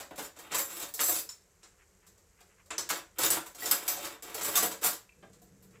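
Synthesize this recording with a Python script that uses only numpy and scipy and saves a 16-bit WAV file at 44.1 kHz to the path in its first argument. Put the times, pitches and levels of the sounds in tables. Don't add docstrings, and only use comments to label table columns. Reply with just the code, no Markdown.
import sys
import numpy as np
from scipy import signal
from scipy.fft import rfft, irfft
from scipy.io import wavfile

SR = 44100
rng = np.random.default_rng(int(sys.argv[2]) if len(sys.argv) > 2 else 0)


def put_to_file(sound):
    columns = np.atleast_2d(sound).T
    safe = np.clip(columns, -1, 1)
    whole_steps = np.round(safe * 32767)
    wavfile.write(sys.argv[1], SR, whole_steps.astype(np.int16))


N = 255780
TIME_S = np.arange(N) / SR

# start_s, length_s, wood_db, steel_db
HAND_STROKES = [(0.151, 0.097, -50, -49), (0.354, 0.11, -51.5, -63), (0.496, 0.036, -38, -52),
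                (0.676, 0.18, -44.5, -44.5), (1.038, 0.14, -45, -36), (2.923, 0.037, -42, -46.5),
                (3.157, 0.025, -42, -62), (3.184, 0.064, -35, -32), (3.302, 0.0506, -33, -41),
                (3.577, 0.15, -39.5, -39.5), (3.75, 0.18, -42, -47), (3.956, 0.097, -41.5, -47),
                (4.087, 0.035, -45.5, -54.5), (4.231, 0.14, -44.5, -51.5), (4.368, 0.19, -45, -44),
                (4.572, 0.063, -39.5, -34), (4.811, 0.021, -41, -38), (4.862, 0.067, -50.5, -42.5)]


def from_db(db):
    return 10 ** (np.asarray(db) / 20)


def unit_rms(x):
    return x / np.sqrt(np.mean(x ** 2) + 1e-20)


def unit_energy(x):
    return x / np.sqrt(np.sum(x ** 2))


def at_hz(points, hz):
    points_hz, values = np.transpose(points)
    return np.interp(np.log(np.maximum(hz, 1)), np.log(points_hz), values)


def band(x, low_hz, high_hz, order=2):
    sos = signal.butter(order, [low_hz, min(high_hz, SR / 2 - 1)], "band", fs=SR, output="sos")
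    return signal.sosfilt(sos, x)


def add(track, start_s, sound):
    i = max(round(start_s * SR), 0)
    track[i:i + len(sound)] += sound[:N - i]


def body(low_hz, high_hz, resonances, order=3, samples=2048):
    response = band(signal.unit_impulse(samples), low_hz, high_hz, order)
    for pitch_hz, width_hz, lift_db in resonances:
        peak = signal.lfilter(*signal.iirpeak(pitch_hz, pitch_hz / width_hz, fs=SR), response)
        response = response + (from_db(lift_db) - 1) * peak
    return unit_energy(response)


def ring(pitch_hz, gains, t60_s):
    t = TIME_S[:int(np.max(t60_s) * SR)]
    decay = from_db(-60 * t / np.reshape(t60_s, (-1, 1)))
    return gains @ (np.sin(2 * np.pi * np.outer(pitch_hz, t)) * decay)


def kitchen_path(direct_gain, drawer_db, drawer_t60_s):
    # low_hz, high_hz, t60_s
    reverb_bands = [(70.5, 480, 0.31), (536, 4700, 0.29), (4400, 7900, 0.26), (10200, 24000, 0.2)]
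    t = TIME_S[:SR // 2]
    tail = 0
    for low_hz, high_hz, t60_s in reverb_bands:
        tail = tail + band(rng.standard_normal(len(t)), low_hz, high_hz) * from_db(-60 * t / t60_s)
    path = tail * (1 + from_db(drawer_db - 60 * t / drawer_t60_s))
    path[0] += direct_gain
    return path


def in_room(sound, paths, wet):
    path = wet * unit_energy(paths[rng.integers(len(paths))])
    path[0] += 1
    return unit_energy(signal.fftconvolve(sound, path)) * np.sqrt(np.sum(sound ** 2))


def drawer_bodies():
    # pitch_hz, width_hz, lift_db
    tray_modes = [(324, 25.5, 11), (446, 11, 11), (562, 42, 12), (714, 21.6, 11)]
    stick_modes = [(1001, 29, 6.3), (1096, 60, 1.9), (1414, 810, 8.7), (3680, 52, 6.7)]
    steel_modes = [(4950, 63, 3.5), (6150, 79, 4.5), (6600, 68, 5.5), (7260, 200, 7.5), (7794, 220, 10.5),
                   (8970, 130, 3)]
    steel_top_modes = [(9630, 87, 5.7), (11190, 110, 7.1), (11450, 130, 4.7), (11900, 240, 4.5),
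                       (12870, 170, 4.6), (14500, 160, 12)]
    tray = body(245.6, 1024, tray_modes, order=4)
    box = from_db(-17.5) * body(50, 172, [(185, 20, 11.7)])
    sticks = body(680, 3600, stick_modes)
    steel = body(3710, 9330, steel_modes, order=4)
    steel_top = body(9610, 14900, steel_top_modes, order=4)
    return [tray + box, sticks, steel, steel_top]


def chatter(bounce_s, rebound=0.76, count=4):
    delays_s = np.cumsum(rng.uniform(0.3, 1.7, count) * bounce_s)
    sizes = rebound ** np.arange(1, count + 1) * rng.normal(0, 1, count)
    train = signal.unit_impulse(SR // 10)
    train[np.minimum((delays_s * SR).astype(int), len(train) - 1)] += sizes
    return unit_energy(train)


def jingle(wood_db, steel_db, top_db, mean_t60_s, count):
    pitch_hz = 1000 + 14500 * (np.arange(count) + rng.random(count)) / count
    spectrum = [(3500, wood_db), (5000, steel_db), (8800, steel_db), (10500, steel_db + top_db)]
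    level_db = at_hz(spectrum, pitch_hz) + 3 * rng.standard_normal(count)
    return ring(pitch_hz, from_db(level_db), mean_t60_s * rng.uniform(0.6, 1.4, count))


def knocks(bodies, paths):
    # start_s, tray_db, wood_db, steel_db, top_re_steel_db
    main_knocks = [(0.001, -45, -45, -44, -3), (0.109, -43, -51.5, -63, 0), (0.18, -40, -46, -44, -2),
                   (0.191, -42, -42, -46.5, 2), (0.364, -51.5, -59, -56, -9), (0.389, -53, -52, -49.5, 0),
                   (0.518, -40, -46, -37.5, -11), (0.538, -48, -34.5, -44, 2),
                   (0.546, -43.5, -37.5, -30, -2.5), (0.585, -40.5, -36.5, -34, 3),
                   (0.815, -49, -50, -42.5, -12), (0.939, -54, -55, -38.5, 3), (0.977, -56, -57, -46, 1),
                   (0.993, -38, -30.5, -33.5, -11), (1.013, -68, -52, -29.5, -4),
                   (1.084, -35.5, -38, -36.5, 8), (1.188, -66, -54, -46, 11.5),
                   (1.293, -70, -56, -45.5, -6), (1.631, -64, -58.5, -54, -17), (2.066, -71, -66, -58, -4),
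                   (2.405, -61.5, -61, -59.5, -6), (2.705, -42.5, -38.5, -41, -17),
                   (2.782, -40.5, -40, -32, -8.5), (2.891, -62, -40.5, -33.5, -2),
                   (2.901, -36, -31, -31.5, -4), (3.185, -36.5, -35.5, -33, 2),
                   (3.235, -37, -33.5, -32.5, -1), (3.259, -58, -39, -35.5, 1), (3.304, -36, -42, -29.5, 5),
                   (3.322, -43, -37.5, -32, -2), (3.461, -53, -50.5, -48.5, 1.5),
                   (3.548, -53.5, -56.5, -48.5, -3), (3.625, -44.5, -65, -47, -7),
                   (3.659, -43, -45, -35, -1), (3.712, -38, -31.5, -28.5, 4.5),
                   (3.879, -44, -37, -29.5, -1), (3.968, -43.5, -48, -41, -18),
                   (4.047, -45, -43.5, -39.5, -3), (4.224, -48.5, -51.5, -44.5, -1),
                   (4.344, -40, -45, -38, 0), (4.411, -40.5, -41, -37, -3), (4.447, -41.5, -37, -34.5, 4),
                   (4.48, -35.5, -40, -38.5, 4.5), (4.541, -50, -39, -41, 0), (4.555, -40.5, -32, -27, 3.5),
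                   (4.571, -38.5, -33, -27, 4), (4.625, -29.5, -33.5, -35.5, 5.5),
                   (4.712, -43.5, -43, -40, -1), (4.819, -42.5, -49, -49, 3),
                   (4.83, -51.5, -37.5, -37.5, -1), (4.84, -36, -31.5, -30, 6),
                   (4.862, -39.5, -36, -30.5, 6.5), (5.226, -51, -57, -81, -6.5),
                   (5.332, -75, -66, -61, -8), (5.418, -63, -74, -63, 0), (5.625, -74, -70, -64, 3)]
    tray, sticks, steel, steel_top = bodies
    out = np.zeros(N)
    for start_s, tray_db, wood_db, steel_db, top_db in [*main_knocks, *stray_ticks()]:
        tray_and_sticks = from_db(tray_db) * tray + from_db(wood_db) * sticks
        cutlery = from_db(steel_db) * (steel + from_db(top_db) * steel_top)
        rattle = signal.fftconvolve(tray_and_sticks, chatter(bounce_s=0.004))
        tick = signal.fftconvolve(cutlery, chatter(bounce_s=0.0025))
        path = paths[rng.integers(len(paths))]
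        add(out, start_s, from_db(-1.5) * signal.fftconvolve(rattle + tick, path))
        add(out, start_s, from_db(-14) * jingle(wood_db, steel_db, top_db, mean_t60_s=0.2, count=13))
    return out


def stray_ticks(spread_db=15, count=36):
    # tray_db, wood_db, steel_db, top_re_steel_db
    mean_tick = (-76.5, -86, -75.5, -5.5)
    jitter, strength = rng.random((count, 2)).T
    start_s = (np.arange(count) + jitter) / count * N / SR
    offset_db = np.outer(spread_db * (2 * strength - 1), [1, 1, 1, 0])
    return np.column_stack([start_s, np.array(mean_tick) + offset_db])


def room_noise(level_db):
    # frequency_hz, relative_density_db
    air_spectrum = [(24, 4), (45, 3.5), (90, 4.5), (130, -8), (190, -1), (250, -18.5), (400, -4),
                    (700, -14.5), (2000, -15), (3500, -23.5), (5500, -19), (7600, -15), (9500, -29),
                    (11500, -19.5), (15500, -35.5)]
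    gains = from_db(at_hz(air_spectrum, np.arange(N // 2 + 1) * SR / N))
    air = irfft(rfft(rng.standard_normal(N)) * gains, N)
    return from_db(level_db) * unit_rms(air)


def simmer(level_db, bubbles_per_s=900):
    bubbles = (rng.random(N) < bubbles_per_s / SR) * rng.standard_normal(N)
    return from_db(level_db) * unit_rms(band(bubbles, 6000, 8540))


def pressure(start_s, length_s, attack_s=0.0053, onset_db=-8.5, release_s=0.053):
    corners_s = start_s + np.array([0, min(attack_s, length_s), length_s, length_s + release_s])
    return np.interp(TIME_S, corners_s, [0, from_db(onset_db), 1, 0])


def sliding(bodies, slips_per_s, spread_db):
    sizes = from_db(spread_db * np.minimum(rng.exponential(1, N), 4))
    signs = rng.choice([-1, 1], N)
    slips = unit_rms(sizes * signs * (rng.random(N) < slips_per_s / SR))
    wood_force, steel_force = sum(np.outer(from_db([wood_db, steel_db]), pressure(start_s, length_s))
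                                  for start_s, length_s, wood_db, steel_db in HAND_STROKES)
    tray, sticks, steel, steel_top = from_db([-6, -4, -3, -4])[:, None] * np.array(bodies)
    wood_scrape = signal.fftconvolve(slips * wood_force, tray + sticks)
    steel_scrape = signal.fftconvolve(slips * steel_force, steel + steel_top)
    path = unit_energy(kitchen_path(direct_gain=11, drawer_db=0, drawer_t60_s=0.08))
    return signal.fftconvolve(wood_scrape + steel_scrape, path)[:N]


def flicked_pieces(paths, gain_db, spacing_s):
    out = np.zeros(N)
    for start_s, length_s, _, steel_db in HAND_STROKES:
        force = pressure(start_s, length_s)
        for slot_s in np.arange(start_s, start_s + length_s, spacing_s):
            flick_s = slot_s + rng.random() * min(spacing_s, length_s)
            flick = jingle(steel_db - 7, steel_db, top_db=3, mean_t60_s=0.093, count=16)
            gain = from_db(gain_db) * np.interp(flick_s, TIME_S, force)
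            add(out, flick_s, gain * in_room(flick, paths, wet=0.68))
    return out


def fork(paths, spread_db=3, rock_s=0.03, touch_step_db=0.2):
    # start_s, level_db, touch_count
    jolts = [(0.547, -31, 3), (.73, -41, 1), (.8, -37, 1), (1.005, -24.5, 4), (3.304, -31, 1),
             (3.713, -27, 1), (3.88, -24.5, 1), (4.432, -30.5, 1), (4.626, -27.5, 1)]
    # pitch_hz, relative_db, t60_s
    bending_modes = [(5012, -18, .25), (5744, -16, .3), (6250, -12, .3), (7397, -9, .3), (7745, 0, .24),
                     (7890, -10, .2), (8800, -8, .33), (9910, -13, .4), (11140, -4, .24), (11705, -6, .28),
                     (12215, -5, .28), (12400, -11, .28), (13700, -3, .26), (14450, -4, .26)]
    pitch_hz, mode_db, t60_s = np.transpose(bending_modes)
    out = np.zeros(N)
    for start_s, level_db, touch_count in jolts:
        for k in range(touch_count):
            weights = unit_energy(from_db(mode_db + spread_db * rng.standard_normal(len(pitch_hz))))
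            detuned_hz = pitch_hz * rng.normal(1, 0.002, len(pitch_hz))
            touch = ring(detuned_hz, from_db(level_db + k * touch_step_db) * weights, t60_s)
            add(out, start_s + k * rock_s, in_room(touch, paths, wet=0.65))
    return out


def clinks(paths, weak_mode_db=-1.5):
    # start_s, level_db, strong_hz, weak_hz, t60_s
    pieces = [(.585, -38, 7350, 14570, 0.42), (1.291, -34, 5380, 7030, 0.055),
              (2.707, -34.5, 7070, 2640, 0.047), (2.781, -25.5, 6030, 5380, 0.037),
              (3.235, -30, 3680, 9020, 0.12), (3.259, -25.5, 7070, 6600, .06),
              (3.304, -24, 8850, 7900, 0.18), (3.372, -31, 940, 1375, .057),
              (3.622, -37.5, 1940, 13803, 0.2), (3.658, -28, 7100, 5370, 0.041),
              (3.711, -21.5, 14500, 11440, 0.083), (3.713, -22, 8000, 5050, 0.071),
              (4.557, -22.5, 6520, 3662, 0.072), (4.575, -29.5, 6170, 1147, 0.13),
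              (4.848, -28.5, 8710, 7311, 0.21), (5.093, -53, 2620, 2390, .08),
              (5.238, -52, 1600, 655, 0.13)]
    out = np.zeros(N)
    for start_s, level_db, strong_hz, weak_hz, t60_s in pieces:
        clink = ring([strong_hz, weak_hz], from_db([level_db, level_db + weak_mode_db]), t60_s)
        add(out, start_s, in_room(clink, paths, wet=0.69))
    return out


def chopstick_rubs(slips_per_s, swell_s=0.026):
    # peak_s, level_db
    rubs = [(1.65, -65), (1.812, -64), (2.04, -69.5), (2.4, -66), (2.52, -69), (2.6, -65), (5.762, -63.5)]
    slips = (rng.random(N) < slips_per_s / SR) * rng.standard_normal(N)
    envelope = sum(from_db(level_db) * np.exp(-((TIME_S - peak_s) / swell_s) ** 2)
                   for peak_s, level_db in rubs)
    return envelope * unit_rms(band(slips, 880, 2770, order=4))


def floor_rumble(turn_s, attack_s=0.027):
    boom = body(87, 177, [(156, 8.3, 1.3), (188.6, 6.9, 14), (472, 48, 29.7)], order=2, samples=8192)
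    envelope = np.interp(TIME_S, [turn_s, turn_s + attack_s], from_db([-78, -60.5]))
    steps_db = -2.5 * rng.uniform(-0.38, 1, 40)
    waver_db = np.interp(TIME_S, np.linspace(0, N / SR, len(steps_db)), steps_db)
    noise = unit_rms(signal.fftconvolve(rng.standard_normal(N), boom)[:N])
    return envelope * from_db(waver_db) * noise


def scene():
    bodies = drawer_bodies()
    paths = [kitchen_path(direct_gain=7, drawer_db=-24, drawer_t60_s=0.13) for _ in range(12)]
    struck = knocks(bodies, paths) + fork(paths) + clinks(paths)
    stirred = sliding(bodies, slips_per_s=500, spread_db=3.5)
    flicked = flicked_pieces(paths, gain_db=-4.5, spacing_s=0.03)
    rubbed = chopstick_rubs(slips_per_s=4000)
    background = room_noise(level_db=-66) + simmer(level_db=-76)
    return (struck + stirred + flicked + rubbed + background + floor_rumble(turn_s=5.16))[None]


def record(dry):
    high_pass = signal.butter(4, 34, "high", fs=SR, output="sos")
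    low_pass = signal.ellip(12, 0.1, 80, 15850, fs=SR, output="sos")
    return signal.sosfilt(low_pass, signal.sosfilt(high_pass, dry))


dry = scene()
out = record(dry)
put_to_file(out)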